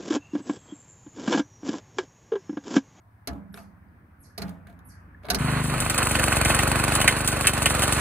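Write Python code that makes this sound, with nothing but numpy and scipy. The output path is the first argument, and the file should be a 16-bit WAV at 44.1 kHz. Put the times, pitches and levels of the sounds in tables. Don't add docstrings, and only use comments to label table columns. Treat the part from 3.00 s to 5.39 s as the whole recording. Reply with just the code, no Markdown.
import sys
import numpy as np
from scipy import signal
from scipy.io import wavfile
from scipy.ndimage import uniform_filter1d

SR = 44100
rng = np.random.default_rng(int(sys.argv[2]) if len(sys.argv) > 2 else 0)


def output_pcm(signal):
    pcm = np.clip(np.atleast_2d(signal).T, -1, 1) * 32767
    wavfile.write(sys.argv[1], SR, np.round(pcm).astype(np.int16))


def ratio(d):
    e = np.asarray(d, float) / 20
    return 10 ** e


N = 105222
T = np.arange(N) / SR

# time_s, level_db
STREET_OPENNESS = [(0, -13.5), (.25, -6), (.45, -2.5), (1.2, -2.5), (1.6, 3.5), (1.95, 6), (2.38, 4)]
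# freq_hz, density_db_per_hz
ROAD_SPECTRUM = [(25, -2), (90, -10), (130, -10.5), (260, -12), (400, -25.5), (1640, -20), (2500, -34.5),
                 (3300, -52.5)]
ROAD_DB, ROAD_FOLLOW_RATIO = -54.5, 0.52
# freq_hz, density_db_per_hz
HISS_SPECTRUM = [(1800, -16), (3000, 2.5), (4900, -1), (7500, -7.5), (8300, 1), (12200, 0), (15600, 4.5),
                 (16200, -41)]
HISS_DB = -80
# freq_hz, correlation
STEREO_LIKENESS = [(60, 0.94), (240, 0.96), (950, 0.047), (3770, 0.024), (15000, 0.02)]
# freq_hz, left_minus_right_db
STEREO_LEAN = [(60, -5), (240, -1), (950, 1.5), (3770, 1), (15000, -2.5)]
# crank_multiple, level_db, drift_db_per_s
ENGINE_ORDERS = [(5, -63, -2), (6, -65, -8), (7, -59.5, -3.5), (8, -62, -6.5), (13, -72.5, -4.5)]
IDLE_HZ, IDLE_SAG_HZ_PER_S, IDLE_BEAT_S, IDLE_WANDER_DB = 13.55, .38, .974, 3.5
# freq_hz, density_db_per_hz
FAN_SPECTRUM = [(130, -21), (168, 11), (210, -32), (520, -47), (660, -2), (880, -8), (1100, -5)]
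FAN_DB, FAN_FADE_DB_PER_S = -64, -9

# start_s, level_db
CHIPS = [
    (.515, -50.5),
    (1.183, -51),
    (1.839, -50),
]
# freq_hz, gain_db
CHIP_PATH = [(4000, 14.5), (4900, -6), (6200, -4.5), (7500, -11), (8700, -2), (10000, -13), (11400, 5)]
CHIP_HZ, CHIP_END_HZ, CHIP_WOBBLE_HZ = 11290, 4080, 90
CHIP_HOLD_S, CHIP_FALL_S, CHIP_RISE_S, CHIP_RELEASE_S = 0.018, 0.043, 0.014, 0.0045
YARD_BUILD_S, YARD_T60_S, CHIP_DIRECT_DB, CHIP_PAN_DB = 0.015, 0.3, -18, -2

# start_s, level_db,
# pitch_hz, cycles_to_peak
BLIPS = [(.885, -77, 4800, 8.0), (1.306, -57, 1700, 5.0), (.542, -38, 1530, 1.5),
         (.542, -42, 3750, 3.0), (.5425, -43, 5400, 4.0), (.5752, -40, 1500, 1.2),
         (1.668, -45, 1550, 1.5), (.577, -53, 2600, 12.0), (2.146, -46, 1720, 4.0),
         (2.243, -42, 590, 3.0), (.327, -30, 200, .5), (.575, -46, 680, 8.0), (.273, -36, 4700, 5.0),
         (.272, -38, 80, 1.2), (.275, -38, 285, 4.0), (.34, -42, 280, 6.0), (1.42, -40, 190, 7.0),
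         (2.3, -30, 62, 1.5), (1.685, -53, 690, 7.0), (.277, -35, 690, 4.0), (1.38, -40, 700, 4.0),
         (2.303, -25, 720, 5.0)]
# start_s, length_s, level_db
DRAGS = [
    (0.276, .1, -59),
    (0.537, 0.088, -54.5),
    (1.376, 0.14, -52.5),
    (1.667, 0.078, -64.5),
    (2.225, 0.034, -64),
    (2.284, 0.0091, -39),
    (2.292, 0.21, -47.5),
]
# freq_hz, density_db_per_hz
DRAG_SPECTRUM = [(300, -16), (700, 9), (2500, 4), (5000, -11.5), (8000, -10.5), (12000, -8.5), (15500, -12),
                 (16500, -38)]

# start_s, crack_db, knock_re_crack_db, boom_re_crack_db, scrape_length_s
KNOCKS = [(.273, -24, -6.5, -10.5, 0.007), (.332, -47, 0, 2.5, 0.0013), (0.5424, -28, -8.5, -23.5, 0.00055),
          (0.5743, -32, -2.5, -27.5, 0.00068), (1.3779, -28.5, -6, -7, 0.0082),
          (1.4183, -30.5, -4.5, -6, 0.0083), (1.48, -48.5, 2.5, -21, 0.0082),
          (1.493, -38.5, -14, -6.5, 0.0024), (1.671, -40.5, -0.5, -18, 0.00089),
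          (1.697, -55.5, 5, -4.5, 0.0019), (1.701, -52, -3.5, -16, 0.0022), (1.727, -55, -9, -12, 0.0017),
          (1.791, -46, -14, -15, 0.00072), (2.234, -57.5, 13, 4, 0.0037), (2.2464, -49, 15.5, -19, 0.00063),
          (2.253, -43, 5.5, -10, 0.0029), (2.2565, -52, 1, -1, .001), (2.2385, -56, 4, -11, 0.0011),
          (2.27, -48, 5, -8, 0.00075), (2.266, -41, -1, 1.5, 0.0012), (2.2859, -37.5, 18, 4, 0.00072),
          (2.293, -37, 5, -18, 0.00084), (2.3085, -17.5, -10, -17.5, 0.0019),
          (2.3536, -22, -7.5, -6.5, 0.0027), (.2865, -39, 4.5, -4, 0.0027), (2.3014, -11, -13, -19, 0.0064),
          (2.335, -30.5, 3, -12, 0.0018), (2.3457, -12.5, -13, -22, 0.005)]
# freq_hz, density_db_per_hz
CRACK_SPECTRUM = [(900, -14), (2000, -5), (3400, -14.5), (4200, 4.5), (5700, -2.5), (7000, -13),
                  (11200, -5.5), (16000, -15.5)]
# freq_hz, density_db_per_hz
TICK_SPECTRUM = [(500, -14), (1500, -9.5), (2300, -23), (3700, 4), (5500, -11), (8000, -7.5), (11200, 0.5),
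                 (17000, -9)]
# freq_hz, density_db_per_hz
KNOCK_SPECTRUM = [(200, -18), (400, -12.5), (1040, -16), (1500, -12), (2600, -16.5), (3400, -23),
                  (4500, -26.5), (8000, -71.5)]
# freq_hz, density_db_per_hz
RATTLE_SPECTRUM = [(60, -25), (150, -6), (220, 16), (450, -5.5), (1000, -3), (2500, -114)]
# freq_hz, level_db, t60_s
DOOR_MODES = [(68.4, 1, 0.3), (85.3, -3, 0.27), (125.5, -5.5, 0.41), (151.6, -8.5, 0.64), (173, -3.5, 0.84),
              (197.77, -0.5, 0.96), (244.6, -6.5, 0.49), (272.3, -1.5, 0.76), (283.3, -12, 0.97),
              (324.5, -12.5, 0.41), (394.1, -12, 0.61), (432.5, -22.5, 0.3), (478.4, -26.5, 0.32)]
# freq_hz, level_db, t60_s
TRIM_MODES = [(582, -13.5, 0.3), (613, -15.5, 0.32), (652, -1, 0.36), (679.8, 0, 0.44), (805, -5, 0.23),
              (947, -6, 0.09), (1285, -24, 0.23), (1505, -23, 0.26)]
# freq_hz, t60_s
CABIN_DECAY = [(300, 0.47), (1000, 0.21), (3000, 0.062), (8000, 0.066), (15000, 0.023)]
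CRACK_DB, KNOCK_DB, BOOM_DB, TRIM_DB = -8.5, -6, 1, -3
SNAP_S, SCRAPE_EXPONENT, TICK_MAX_S = .0003, 1.8, .0025
KNOCK_EXTRA_S, BOOM_RISE_S = 0.00061, 0.0067
CABIN_DB, KNOCK_CABIN_DB, LATE_DB, LATE_T60_S = -0.5, 2.5, -31, 0.32
RATTLE_DB, RATTLE_T60_S = -12.5, 0.5
BLADE_PAN_DB, DOOR_LEAN_DB, TRIM_LEAN_DB = -1.5, -1.5, 2.0
PORT_LAG_SAMPLES, PORT_DB, PORT_PHASE_RAD = 5.21, 1.8, 0.46
FLUTTER_DB, FLUTTER_HZ = 6, 39

MIC_LOW_HZ, EDGE_HZ, END_FADE_S = 50, 15600, .002
MASK_HZ, MASK_OVER_DB = 11850, 17


def evened(x):
    return x / np.sqrt(np.mean(x ** 2) + 1e-30)


def read(points, hz):
    f, value = np.transpose(points)
    return np.interp(np.log(hz + 1), np.log(f + 1), value)


def add(mix, start_s, sound):
    part = mix[..., round(start_s * SR):][..., :sound.shape[-1]]
    part += sound[..., :part.shape[-1]]


def panned(x, half_lean_db):
    return x * ratio([[half_lean_db], [-half_lean_db]])


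def through(x, taps):
    return signal.fftconvolve(np.atleast_2d(x), taps, axes=1)[:, :N]


def colour(x, points):
    hz = abs(np.fft.fftfreq(4096, 1 / SR))
    log_gain = np.log(ratio(read(points, hz)))
    taps = np.fft.ifft(np.exp(log_gain - 1j * signal.hilbert(log_gain).imag)).real[:2048]
    return through(x, taps[None] / np.linalg.norm(taps))


def drift(top_hz):
    rates_hz = np.geomspace(.3, top_hz, 20)
    return evened(sum(np.sin(2 * np.pi * (f * T + rng.random())) / np.sqrt(f) for f in rates_hz))


def wash(points, patchy_db):
    frames, hz = N // 256 + 5, np.fft.rfftfreq(1024, 1 / SR)
    a, b, c, d, patches = rng.standard_normal((frames, 513, 5)).T
    patches = uniform_filter1d(patches, size=10, axis=0)
    patches = evened(uniform_filter1d(patches, size=12, axis=1))
    same = np.clip(read(STEREO_LIKENESS, hz), -1, 1)[:, None]
    lean = ratio(read(STEREO_LEAN, hz) / 2)[:, None]
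    left = a + 1j * b
    right = same * left + np.sqrt(1 - same ** 2) * (c + 1j * d)
    z = np.array([left * lean, right / lean])
    below, above = (1, points[0][1] - 20), (points[-1][0] * 1.3, points[-1][1] - 40)
    z *= ratio(read([below] + list(points) + [above], hz)[:, None] + patchy_db * patches)
    return evened(signal.istft(z, nperseg=1024, noverlap=768)[1][:, :N])


def tail(decays, alike):
    a, b = rng.standard_normal((2, SR // 2))
    hz, t, z = signal.stft(np.array([a, b]), SR, nperseg=128)
    same = np.clip(read(alike, hz), -1, 1)[:, None]
    z = np.array([z[0], same * z[0] + np.sqrt(1 - same ** 2) * z[1]])
    out = signal.istft(z * ratio(-60 * t / read(decays, hz)[:, None]), SR, nperseg=128)[1]
    return out / np.linalg.norm(out[0])


def ring(modes, lean_db):
    t, sides = T[:SR], rng.standard_normal((len(modes), 2, 2, 1))
    out = np.zeros((2, SR))
    for (hz, db, t60_s), (port_gain, port_phase) in zip(modes, sides):
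        flutter_db = FLUTTER_DB * drift(FLUTTER_HZ)[:SR]
        level = ratio(db - 60 * t / t60_s + PORT_DB * port_gain + flutter_db)
        onset = np.minimum(t * hz, 1)
        out += level * np.sin(2 * np.pi * hz * t + PORT_PHASE_RAD * port_phase) * onset
    return panned(out / np.linalg.norm(out), lean_db)


def street():
    open_db = np.interp(T, *np.transpose(STREET_OPENNESS))
    turns = np.cumsum(IDLE_HZ - IDLE_SAG_HZ_PER_S * T) / SR
    turns = turns - turns[round(IDLE_BEAT_S * SR)]
    idle = np.zeros(N)
    for order, db, slope in ENGINE_ORDERS:
        level_db = db + slope * (T - 1.5) + IDLE_WANDER_DB * drift(top_hz=12.0)
        idle += np.sqrt(2) * ratio(level_db) * np.cos(2 * np.pi * round(order) * turns)
    road_db = ROAD_DB + ROAD_FOLLOW_RATIO * open_db + 0.1 * drift(top_hz=20)
    road = ratio(road_db) * wash(ROAD_SPECTRUM, patchy_db=1.5)
    hiss = ratio(HISS_DB) * wash(HISS_SPECTRUM, patchy_db=0.5)
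    return ratio(open_db) * idle + road + hiss


def fan():
    return ratio(FAN_DB + FAN_FADE_DB_PER_S * T) * wash(FAN_SPECTRUM, patchy_db=-2.0)


def bird():
    t, u = np.arange(0, CHIP_HOLD_S + CHIP_FALL_S, 1 / SR), T[:SR // 2]
    hz = CHIP_HZ + (CHIP_END_HZ - CHIP_HZ) * np.clip((t - CHIP_HOLD_S) / CHIP_FALL_S, 0, 1)
    shape = np.minimum(t / CHIP_RISE_S, 1) ** 2 * np.minimum((t[-1] - t) / CHIP_RELEASE_S, 1)
    shape = shape * ratio(read(CHIP_PATH, hz))
    yard_shape = ratio(-60 * u / YARD_T60_S) + 0.62 * ratio(-60 * u / 0.07)
    yard_shape = yard_shape * (1 - np.exp(-u / YARD_BUILD_S))
    direct, scatter = np.zeros(N), np.zeros((2, N))
    for start_s, db in CHIPS:
        wobble = evened(uniform_filter1d(rng.standard_normal(len(t)), size=150))
        phase = 2 * np.pi * np.cumsum(hz + CHIP_WOBBLE_HZ * wobble) / SR
        call = ratio(db) * shape * np.sin(phase)
        yard = rng.standard_normal((2, len(u))) * yard_shape
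        add(direct, start_s, ratio(CHIP_DIRECT_DB) * call)
        add(scatter, start_s, through(call, yard / np.linalg.norm(yard[0])))
    return panned(direct + scatter, CHIP_PAN_DB)


def blips():
    out, t = np.zeros(N), T[:6000]
    for start_s, db, hz, cycles in BLIPS:
        u = t * hz / cycles
        add(out, start_s, ratio(db) * u * np.exp(1 - u) * np.sin(2 * np.pi * hz * t))
    return out


def drags():
    out, t = np.zeros((2, N)), T[:14000]
    for start_s, length_s, db in DRAGS:
        a, b, grain = rng.standard_normal((3, len(t)))
        grain = ratio(1.26 * evened(uniform_filter1d(grain, size=120)))
        shape = np.minimum(t / 0.0048, 1) * np.exp(-(t / length_s) ** 2.16)
        add(out, start_s, ratio(db) * np.array([a, .5 * a + 0.91 * b]) * grain * shape)
    return colour(out, DRAG_SPECTRUM)


def squeegee():
    scrape, tick, knock = np.zeros((2, N)), np.zeros((2, N)), np.zeros(N)
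    boom = np.zeros((3, N))
    t = T[:4000]
    for start_s, db, knock_db, boom_db, length_s in KNOCKS:
        a, b, c, d, e = rng.standard_normal((5, len(t)))
        shape = np.minimum(t / SNAP_S, 1) * np.exp(-(t / max(length_s, 3e-4)) ** SCRAPE_EXPONENT)
        near = (a * np.exp(0.077 * e) + 3.4 * (t == t[18])) * shape
        far = 0.82 * np.roll(near, round(PORT_LAG_SAMPLES)) + 0.99 * b * shape
        target = tick if length_s < TICK_MAX_S else scrape
        add(target, start_s, ratio(db + CRACK_DB) * np.array([near, far]))
        hit = c * np.exp(-t / (length_s + KNOCK_EXTRA_S))
        add(knock, start_s, ratio(db + knock_db + KNOCK_DB) * hit)
        push = evened(d * t * np.exp(-2 * t / BOOM_RISE_S))
        add(boom[int(start_s)], start_s, ratio(db + boom_db + BOOM_DB) * push)
    crack = panned(colour(scrape, CRACK_SPECTRUM) + colour(tick, TICK_SPECTRUM), BLADE_PAN_DB)
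    cabin = ratio(CABIN_DB) * through(crack, tail(CABIN_DECAY, STEREO_LIKENESS))
    late = ratio(LATE_DB) * through(crack, tail([(1, LATE_T60_S)], STEREO_LIKENESS))
    knock = colour(knock, KNOCK_SPECTRUM)
    knock_tail = tail([(300, 0.15), (700, 0.69), (2000, 0.049)], STEREO_LIKENESS)
    knock_cabin = ratio(KNOCK_CABIN_DB) * through(knock, knock_tail)
    lining = colour(boom.sum(0), RATTLE_SPECTRUM)
    rattle = ratio(RATTLE_DB) * through(lining, tail([(1, RATTLE_T60_S)], [(1, 1.0)]))
    trim = ratio(TRIM_DB) * through(knock, ring(TRIM_MODES, TRIM_LEAN_DB))
    door = sum(through(spot, ring(DOOR_MODES, DOOR_LEAN_DB)) for spot in boom)
    return crack + cabin + late + knock + knock_cabin + rattle + trim + door


def scene():
    return street() + fan() + bird() + blips() + drags() + squeegee()


def masked(x):
    hz, _, z = signal.stft(x, SR, nperseg=1024)
    power, top = (abs(z) ** 2).mean(0), hz > MASK_HZ
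    whistle = power[(hz > MASK_HZ - 900) & ~top].mean(0)
    treble = power[top & (hz < EDGE_HZ)].mean(0)
    quiet = whistle / (treble + 1e-20) < ratio(2 * MASK_OVER_DB)
    keep = uniform_filter1d(1. * quiet, size=2)
    return signal.istft(z * np.where(top[:, None], keep, 1), SR, nperseg=1024)[1][:, :N]


def band_limit(x):
    return signal.sosfilt(signal.butter(12, 16530, fs=SR, output="sos"), x)


def record(dry):
    low = signal.butter(3, MIC_LOW_HZ, "high", fs=SR, output="sos")
    edge = signal.firwin(255, EDGE_HZ + 200, fs=SR)
    mix = masked(signal.sosfilt(low, dry))
    mix = signal.oaconvolve(mix, edge[None], "same")
    mix = mix * np.minimum(T[::-1] / END_FADE_S, 1)
    return band_limit(mix)


dry = scene()
out = record(dry)
output_pcm(out)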